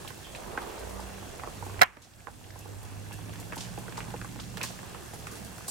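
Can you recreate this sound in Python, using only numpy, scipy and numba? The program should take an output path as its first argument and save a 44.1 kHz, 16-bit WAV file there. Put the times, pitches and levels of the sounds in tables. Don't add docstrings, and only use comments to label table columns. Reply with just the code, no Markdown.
import sys
import numpy as np
from scipy import signal
from scipy.io import wavfile
from scipy.ndimage import uniform_filter1d
from numba import njit

SR = 44100
rng = np.random.default_rng(int(sys.argv[2]) if len(sys.argv) > 2 else 0)


def how_loud(loudness_db):
    steps = np.asarray(loudness_db, float) / 20
    return 10 ** steps


def file_out(sig):
    cols = np.atleast_2d(sig).T
    lim = np.clip(cols, -1, 1)
    pcm = np.round(lim * 32767).astype(np.int16)
    wavfile.write(sys.argv[1], SR, pcm)


N = 251546
WHITE = rng.standard_normal((3, N))

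# frequency in Hz, density in dB per Hz.
GURGLE_COLOUR = [(59, -34), (100, 2.5), (253, -2.5), (464, -8), (531, -11), (714, -7), (1330, -15.5),
                 (1580, -21), (2500, -19), (3250, -51), (5500, -120)]


def on_log(table, hz):
    f, v = np.transpose(table)
    return np.interp(np.log(hz), np.log(f), v)


def curves(table):
    s, *columns = np.transpose(table)
    return [np.interp(np.arange(N) / SR, s, c) for c in columns]


def level(x):
    return x / np.sqrt(np.mean(x ** 2))


def sides(pan_db):
    return how_loud(np.array([pan_db, -pan_db]) / 2)


def add(out, start, x):
    out[:, start:start + x.shape[1]] += x


def walk(rate_hz):
    k = int(SR / rate_hz)
    held = np.repeat(rng.standard_normal(N // k + 1), k)
    return 1.63 * uniform_filter1d(uniform_filter1d(held, k), k)[:N]


def band(x, hz, width_hz):
    edges_hz = [max(hz - width_hz / 2, hz / 8), min(hz + width_hz / 2, .48 * SR)]
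    return signal.sosfilt(signal.butter(2, edges_hz, "band", fs=SR, output="sos"), x)


@njit
def rings(start, hz, t60, glide, gain, phase):
    out = np.zeros((2, N))
    for e in range(len(start)):
        z = 1. + 0j
        w = 2 * np.pi * hz[e] / SR
        decay = np.exp(-np.log(1000) / (t60[e] * SR))
        turn = np.exp(1j * phase[e])
        for i in range(start[e], min(N, start[e] + int(t60[e] * SR))):
            soft = min(1., (i - start[e]) * w / 3)
            out[0, i] += gain[0, e] * soft * z.imag
            out[1, i] += gain[1, e] * soft * (z * turn).imag
            z *= decay * np.exp(1j * w)
            w = min(w * (1 + glide / (t60[e] * SR)), 2.8)
    return out


def burst(s, db, hz, width_hz, t60, pan_db, rise_s):
    t = np.arange(min(int(t60 * SR) + 8, N - int(s * SR))) / SR
    at = int(rng.random() * (N - SR))
    noise = WHITE[:, at:at + len(t)]
    puff = band(noise[0] + 1.37 * noise[1:], hz, width_hz) / np.sqrt(width_hz / SR * 3)
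    envelope = np.minimum(t / rise_s, 1) * how_loud(-60 * t / t60)
    return int(s * SR), how_loud(db) * sides(pan_db)[:, None] * puff * envelope


def wash(colour, lo_hz, hi_hz, swell_db, flicker_db, flicker_hz):
    # frequency in Hz, share of power common to both ports.
    likeness = [(40, 0.2), (120, 0.78), (300, 0.029), (1400, 0.07), (7000, 0.26), (15000, 0.083)]
    # frequency in Hz, left minus right in dB.
    balance = [(60, -7.5), (400, -3), (2400, -3), (4400, 0.5), (15000, -2.5)]
    out, swell = 0, walk(2.86)
    for hz in lo_hz * 2 ** np.arange(0, np.log2(hi_hz / lo_hz), 1 / 3):
        share = np.clip(on_log(likeness, hz), 0, 1)
        noise = np.roll(WHITE, rng.integers(N), axis=1)
        pair = band(np.sqrt(share) * noise[0] + np.sqrt(1 - share) * noise[1:], hz, .232 * hz)
        db = on_log(colour, hz) + swell_db * swell + flicker_db * walk(flicker_hz)
        out = out + how_loud(db) * sides(on_log(balance, hz))[:, None] * pair
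    return level(out)


def grains(colour, lo_hz, hi_hz, cycles, spread_db, glide, count):
    when, pitch, rarity, place, turn = rng.random((count, 5)).T
    hz = lo_hz * (hi_hz / lo_hz) ** pitch
    size = how_loud(on_log(colour, hz) + 10 * np.log10(hz) - spread_db * np.log(1.03 - rarity))
    gain = size * sides(8 * (place - .5) - 2.5)
    return level(rings((when * N).astype(np.int64), hz, cycles / hz, glide, gain, 3 * (turn - .5)))


def simmer():
    # frequency in Hz, density in dB per Hz.
    fizz_colour = [(710, -32), (1200, 6.5), (1680, -1), (2130, -7.5), (2710, -2), (3700, -10), (7570, -6),
                   (11900, -12), (15200, -14.5), (16000, -17)]
    # time in seconds, level in dB about the mean.
    vigour = [(0, 5.5), (.12, -3), (.33, 0), (.5, 7.5), (.7, 9), (1.24, 3.5), (1.65, 2.5), (1.78, 5.5),
              (1.95, 0.5), (2.3, -1.5), (2.72, 1.5), (3.13, -1), (3.5, 1), (4.0, 2), (4.4, -3.5),
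              (4.64, 2.5), (4.78, 0.5), (5.704, 0)]
    # centre in Hz, width in
    # Hz, level in dB.
    faint_bands = [(2700, 120, -64.5), (3400, 180, -66), (4130, 750, -64)]
    boil_db, = curves(vigour)
    fine = wash(fizz_colour, 4960, 16500, 0.26, 0.71, 16)
    fine = fine + how_loud(-6) * grains(fizz_colour, 4160, 13400, 7.5, 4.6, 0.37, count=4000)
    coarse = wash(fizz_colour, 1583, 4000, 0.27, 1.8, 18)
    coarse = coarse + how_loud(-5.0) * grains(fizz_colour, 1360, 3900, 10.2, 1.3, 0.75, count=2000)
    gurgle = wash(GURGLE_COLOUR, 369.0, 1300, 0.3, 2.44, 14)
    gurgle = gurgle + how_loud(-4.0) * grains(GURGLE_COLOUR, 313.0, 1810, 3.8, 2.3, 0.35, count=1600)
    top = signal.ellip(10, .2, 80, 15880, fs=SR, output="sos")
    out = how_loud(-53 + 0.059 * boil_db) * signal.sosfilt(top, fine)
    out = out + how_loud(-55 + 0.35 * boil_db) * coarse + how_loud(-51.5 + boil_db) * gurgle
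    for hz, width_hz, db in faint_bands:
        out = out + how_loud(db) * level(band(WHITE[1:], hz, width_hz))
    return out


def pops():
    # start in seconds, peak in dB, pitch in Hz, left minus right
    # in dB.
    tuned_pops = [(0.104, -37.5, 1520, -21), (0.349, -28, 2520, -2), (0.575, -17, 1380, -3),
                  (0.994, -29, 840, -5), (1.396, -33.5, 2080, -11), (1.435, -24.5, 970, -3),
                  (1.473, -30, 820, -7), (1.625, -28.5, 910, -6), (1.968, -26, 600, -11), (2.27, -24, 1040, -13),
                  (2.282, -32, 844, -9), (3.523, -22, 1668, -3), (3.532, -27.5, 1260, -3.5),
                  (3.568, -30, 845, -2), (3.776, -27, 815, -3), (3.881, -33, 1560, -2), (3.978, -24, 948, -3),
                  (4.004, -25, 2080, -3), (4.139, -27.5, 835, -3), (4.214, -32, 1527, -5),
                  (4.245, -30.5, 1120, -2), (4.571, -29, 1826, -15), (4.607, -30, 1293, -2),
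                  (4.613, -19.5, 2510, -6), (4.636, -23.5, 1890, -9.5), (4.83, -31, 981, -6),
                  (4.946, -31.5, 1568, -6), (5.269, -27.5, 1580, -4), (5.582, -36.5, 1470, -2),
                  (5.681, -32, 790, -6)]
    # start
    # in seconds, peak in dB.
    further_pops = [(0.048, -33.5), (0.269, -37), (0.458, -44), (0.66, -37), (0.869, -41), (1.227, -34),
                    (1.664, -34), (1.695, -36), (2.503, -46), (2.557, -32), (2.656, -33), (2.69, -39),
                    (2.919, -41), (3.109, -37), (3.188, -39), (3.292, -35), (3.355, -36.5), (3.393, -35),
                    (3.583, -33), (3.861, -38), (3.922, -36.5), (3.957, -42), (4.081, -34), (4.104, -39),
                    (4.359, -36), (4.389, -33.5), (4.578, -38), (4.703, -34.5), (4.79, -42), (5.134, -32)]
    # mode in Hz, level in dB, t60 in
    # seconds.
    body_modes = [(290, 2.5, 0.031), (467, 1, 0.046), (630, -7.5, 0.023), (840, 1, 0.024),
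                  (1046, -0.5, 0.028), (1450, -1.5, 0.017), (1755, -1, 0.011), (2400, -3, 0.012)]
    common_hz = 827
    spread = rng.standard_normal((len(further_pops), 2))
    plops = [(s, db, common_hz * np.exp(0.17 * a), -6 + 1.6 * b) for (s, db), (a, b) in zip(further_pops, spread)]
    rows = np.array(tuned_pops + plops)
    s, db, pitch_hz, pan_db = rows.T
    low_db = -8.5 - 5 * np.log2(pitch_hz / common_hz)
    start = ((s + 0.00032) * SR).astype(np.int64)
    phase = 0.12 + .5 * rng.standard_normal(len(s))
    out = rings(start, pitch_hz, 15 / pitch_hz, 0.053, how_loud(db - 3.5) * sides(pan_db), phase)
    for hz, mode_db, t60 in body_modes:
        u = rng.standard_normal((len(s), 3)).T
        octaves = np.log2(hz / pitch_hz)
        if hz < 600:
            part_db = low_db - 3.0
        else:
            part_db = -5 - 7 * np.abs(octaves) - 9 * np.maximum(octaves - .6, 0)
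        gain = how_loud(db + part_db + mode_db + 2.8 * u[0]) * sides(pan_db)
        late = start + (SR / hz + np.abs(u[1]) * .00012 * SR).astype(np.int64)
        out += rings(late, hz * (1 + 0.054 * u[1]), t60 + 0 * s, 0.12, gain, 0.73 + 0.82 * u[2])
    for at, peak_db, hz, pan in rows:
        add(out, *burst(at, -48 + .3 * (peak_db + 28), 5900, 9000, 0.0066, pan, .0003))
        add(out, *burst(at, peak_db - 22.5, hz, 0.81 * hz, 0.17, pan, 0.00099))
    lag = int(.0085 * SR)
    out[:, lag:] += how_loud(-11.0) * out[::-1, :-lag]
    return out


def spits():
    # start in seconds, peak in dB, centre in Hz, sharp front in dB, t60 in seconds.
    hisses = [(0.076, -36.5, 3500, -7, 0.21), (0.3486, -38, 3320, -22, 0.15),
              (0.6165, -37.5, 3675, -8, .13), (0.7928, -35.5, 8310, -9, 0.091),
              (0.894, -38, 8330, -18, 0.12), (0.999, -37, 6440, -12, 0.2), (1.651, -38, 8500, -16, .13),
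              (2.018, -29.5, 5080, -20, 0.31), (2.5895, -33.5, 9070, -12, 0.097),
              (2.829, -33, 11020, -14, 0.042), (2.848, -38, 7020, -12, .08), (3.1255, -36, 8120, -17, 0.19),
              (3.3976, -34, 8500, -11, 0.15), (3.557, -33.5, 9000, -11, .12), (3.576, -32, 5490, -26, 0.27),
              (3.605, -30, 5070, -28, 0.33), (3.785, -36.5, 8000, -14, .15),
              (3.9705, -32.5, 5500, -28, 0.2), (3.985, -40, 9000, -13, 0.1), (4.213, -41, 3060, -22, .03),
              (4.3993, -37, 5350, -30, 0.26), (4.5714, -40, 2600, 8, .03), (4.579, -40, 3000, 6, .03),
              (4.6134, -37, 3430, -4, .03), (4.629, -21.5, 5660, -12, 0.084), (4.64, -28.5, 5500, -14, .45),
              (5.135, -36.5, 7670, -15, 0.15), (5.1866, -37, 8210, -15.5, 0.12),
              (5.267, -35.5, 6960, -25, 0.15), (5.311, -36, 7750, -22, .3),
              (5.353, -37.5, 6360, -16.5, .25), (5.4456, -35.5, 8600, -16, .13),
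              (5.579, -36.5, 6756, -6, 0.097), (5.669, -40, 7000, -22, 0.31),
              (5.679, -25.5, 7950, -13, 0.32), (5.694, -36, 6000, -17, .39)]
    out = np.zeros((2, N))
    for s, db, hz, front_db, t60 in hisses:
        pan_db = -1.5 + 2.5 * np.log2(hz / 7000)
        add(out, *burst(s, db - 10.0, hz, 0.98 * hz, t60, pan_db, 0.0019))
        add(out, *burst(s, db + front_db + 0.5, 10300, 8700, 0.35 * t60, pan_db, 0.0016))
    return out * how_loud(1.25 * walk(450) - 3.5)


TICK_PAN_DB = -2


def ticks():
    # start in seconds, peak in dB, pitch in Hz.
    tears = [(0.0763, -34, 3260), (0.5177, -39, 2720), (0.7, -37.5, 2640), (1.9695, -27, 1800),
             (1.969, -35, 3400), (2.07, -36.5, 702), (2.136, -37.5, 4060), (2.205, -41, 2400),
             (2.222, -41, 700), (2.412, -37.5, 889), (2.441, -35.5, 2880), (2.5047, -37.5, 1850),
             (2.507, -39.5, 4990), (3.1206, -39, 2700), (3.295, -42, 2486), (3.3303, -39, 3334),
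             (3.335, -35.5, 1494), (3.3573, -37.5, 2510), (3.4264, -44, 2040), (3.577, -36.5, 2730),
             (3.6078, -31, 3440), (3.609, -36, 5200), (3.776, -41, 2724), (3.8737, -44, 3500),
             (3.886, -31.5, 484), (3.923, -37, 1802), (3.924, -37.5, 3300), (3.9713, -34, 2090),
             (3.989, -31.5, 905), (4.0035, -37, 2600), (4.05, -41, 1000), (4.0797, -45, 2000),
             (4.1045, -40, 2544), (4.104, -42, 4990), (4.1626, -38.5, 2300), (4.213, -41.5, 4560),
             (4.2884, -42, 2790), (4.3984, -35.5, 3320), (4.401, -34, 4670), (4.438, -41, 4000),
             (4.5712, -32, 4310), (4.579, -34, 3995), (4.6132, -34, 4500), (4.6354, -31, 5500),
             (4.7902, -38, 1820), (4.895, -40.5, 7500), (4.9, -42, 1703), (5.1362, -41, 2050),
             (5.2415, -42, 4180), (5.336, -40, 1500), (5.505, -40, 810), (5.607, -38, 1196),
             (2.271, -27.5, 1602), (2.284, -32, 1500), (3.111, -40, 1720), (1.972, -35, 292),
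             (4.39, -36, 1280), (3.731, -44, 781), (3.837, -39, 820), (4.399, -33, 1100),
             (4.6335, -28, 6500), (4.082, -35, 870)]
    s, db, hz = np.transpose(tears)
    u = rng.standard_normal((len(s), 2)).T
    pan_db = TICK_PAN_DB + 1.2 * u[0]
    start, gain = (s * SR).astype(np.int64), how_loud(db - 1.0) * sides(pan_db)
    out = rings(start, hz, 18.4 / hz, 0.092, gain, 0.38 * u[1])
    for at, peak_db, pitch_hz, pan in zip(s, db, hz, pan_db):
        add(out, *burst(at, peak_db - 8.5, 0.92 * pitch_hz, 0.66 * pitch_hz, 0.03, pan, 0.00058))
    return out


def whistles():
    # start in seconds, peak in dB, centre in Hz, width in Hz, t60 in seconds.
    narrow_bands = [(0.0, -47.5, 128, 30, 0.55), (0.23, -51, 3280, 350, 0.47), (3.105, -50, 2694, 200, .25),
                    (3.12, -51, 1704, 200, .2), (2.6, -50, 2700, 250, .15), (4.89, -50, 1700, 250.4, 0.077),
                    (5.3, -48, 1150, 200, 0.18), (5.35, -52, 3350, 250, .06), (2.76, -50, 1700, 250, .06),
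                    (3.25, -51, 268.3, 24, 0.57), (2.51, -53, 1690, 250, 0.21), (5.08, -60, 2800, 250, 0.23),
                    (5.46, -59, 3306, 250, 0.28), (5.679, -23.5, 8000, 1804, 0.071), (5.68, -29, 12800, 2500, .04),
                    (5.68, -39, 4800, 899, 0.094)]
    out = np.zeros((2, N))
    for s, db, hz, width_hz, t60 in narrow_bands:
        add(out, *burst(s, db, hz, width_hz, t60, TICK_PAN_DB, 0.02))
    return out


def snap():
    # start in seconds, level in dB, brightness in dB, left minus right in dB.
    blows = [
        (1.7930, -23, -12, -7),
        (1.8122, -12, -9, -15),
        (1.8152, 1.5, -11, -0.5),
        (1.8166, -3.5, 5, -2),
        (1.8183, -3, -7.5, -9),
        (1.8219, 3, -9.5, -6.5),
        (1.8238, -9.5, -8, -11),
        (1.8307, -4.5, -2, 4.5),
        (1.833, -8.5, -1.5, -2),
        (1.8366, -13, -9, -13.5),
    ]
    # mode in Hz, level in dB, t60 in seconds, phase between the ports in rad,
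    # left minus right in dB.
    shell = [(524, -19, 0.0044, 3.4, 10), (756, 2, 0.022, 2.88, 0), (1025, -6, 0.025, 3.6, -0.5),
             (1337, -1.5, 0.035, 2.7, 4.5), (1490, -2.5, 0.019, 5, 15), (1690, -8, 0.026, 0.75, -10),
             (1980, -2, 0.0088, 0.86, -17), (2065, -4.5, 0.017, 2.9, -8), (2210, -11, 0.017, 3.65, -22),
             (2800, -17, 0.019, 1.8, -11), (3260, -10, 0.025, 1.2, -1), (4030, -3, 0.0094, 5.7, 10),
             (5270, -7.5, 0.0092, 1.56, -12), (6240, -7.5, 0.0071, 1.8, -4)]
    out = np.zeros((2, N))
    hz, mode_db, t60, phase, mode_pan_db = np.transpose(shell)
    for s, db, bright_db, pan_db in blows:
        u = rng.standard_normal((3, len(hz)))
        ring_db = db - 12.5 + mode_db + bright_db * (hz > 3000) + 1.5 * u[0]
        gain = how_loud(ring_db) * sides(pan_db + mode_pan_db)
        start = ((s + .0002 * np.abs(u[2])) * SR).astype(np.int64)
        out += rings(start, hz * (1 + 0.0086 * u[1]), t60, 0., gain, phase + 0.26 * u[2])
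        add(out, *burst(s, db + bright_db - 19.5, 8900, 15600, 0.013, pan_db - 8.0, 0.00076))
    for echo_db, echo_t60 in [(-23, 0.14), (-33, 0.59)]:
        start, echo = burst(1.83, echo_db, 1660, 2260, echo_t60, -2.0, 0.0032)
        add(out, start, band(echo, 1620, 1670))
    return out


def engine():
    # time in seconds, firing rate in Hz, firing line in dB, panel buzz in dB.
    running = [(0.0, 91.9, -53, -51), (0.24, 89.6, -62.5, -69.5), (0.8, 92.6, -54.5, -57.5),
               (0.93, 94.8, -52, -47), (1.27, 97.4, -49, -50.5), (1.36, 97.7, -64, -64),
               (1.58, 97.7, -45, -69), (1.8, 97.8, -42, -64), (1.95, 97.26, -52, -71),
               (2.3, 97.8, -48, -67), (2.65, 100, -41, -67), (3.4, 104.5, -40.5, -53.5),
               (3.5, 111.6, -46.5, -70), (3.7, 115.4, -44.5, -63), (4.55, 116.5, -45, -66),
               (4.96, 114.1, -51.5, -69), (5.21, 107.1, -50.5, -71), (5.7, 107.1, -53, -64)]
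    # order of the cycle, level in dB under the firing line.
    minor_orders = [(7, -14), (9, -12.5)]
    # frequency in Hz, level in dB under the firing line.
    wall_loss = [(140, -1), (152, -13), (163, -19), (170, -9.5), (186, -5.5)]
    # time in seconds, level in dB.
    fifth_order = [(0, -63), (.74, -62), (.83, -45), (1.08, -45), (1.16, -59), (3.4, -61), (3.55, -55),
                   (4.6, -59), (5.4, -52), (5.7, -56)]
    hz, firing_db, buzz_db = curves(running)
    cycle = 2 * np.pi * np.cumsum(hz * (1 + .004 * walk(12))) / SR / 8
    upper_db = firing_db + on_log(wall_loss, hz * 13 / 8)
    lines = [(8, firing_db), (5, curves(fifth_order)[0]), (13, upper_db), (16, buzz_db)]
    lines += [(k, firing_db + db) for k, db in minor_orders] + [(12, upper_db - 0.5)]
    lag = np.array([[.35], [-.35]])
    hum = 0
    for k, db in lines:
        line_amp = how_loud(db + 1.0 * walk(14))
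        phase = 2 * np.pi * rng.random() + lag * (1.35 + 0.57 * walk(8.5))
        hum = hum + line_amp * np.sin(k * cycle + phase)
    return how_loud(1.5) * sides(-5.0)[:, None] * hum


def kitchen():
    # time in seconds, swell in dB about the mean.
    house_swell = [(0, -4), (.45, 7.5), (.73, 3.5), (1.0, 0), (1.3, 4.5), (1.54, 4), (1.68, 3.5), (2.2, 5),
                   (2.6, 4.5), (3.5, 2), (4.29, 6), (5.08, -2), (5.35, -2), (5.7, -7)]
    swell_db, = curves(house_swell)
    rumble = wash([(25, -8), (50, 2), (90, -1)], 31.2, 90, 0.49, 1.1, 5.7)
    drone = wash(GURGLE_COLOUR, 92.0, 320, 1.0, 1.8, 14)
    drone_db = -53 + 0.49 * swell_db + 0.88 * np.arange(N) / SR
    return how_loud(-55 + swell_db) * rumble + how_loud(drone_db) * drone


def scene():
    return simmer() + pops() + spits() + ticks() + whistles() + snap() + engine() + kitchen()


def band_limit(x):
    return signal.sosfilt(signal.butter(12, 16510, fs=SR, output="sos"), x)


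def record(dry):
    duck_start_s, duck_db, attack_s, release_s = 1.83, -20, 0.044, 0.5
    since_s = np.maximum(np.arange(N) / SR - duck_start_s, 0)
    gain_db = duck_db * (1 - np.exp(-since_s / attack_s)) * np.exp(-since_s / release_s)
    top = signal.ellip(8, .1, 60, 16400, fs=SR, output="sos")
    mix = signal.sosfilt(top, np.clip(dry, -1, 1) * how_loud(gain_db))
    return band_limit(mix)


dry = scene()
out = record(dry)
file_out(out)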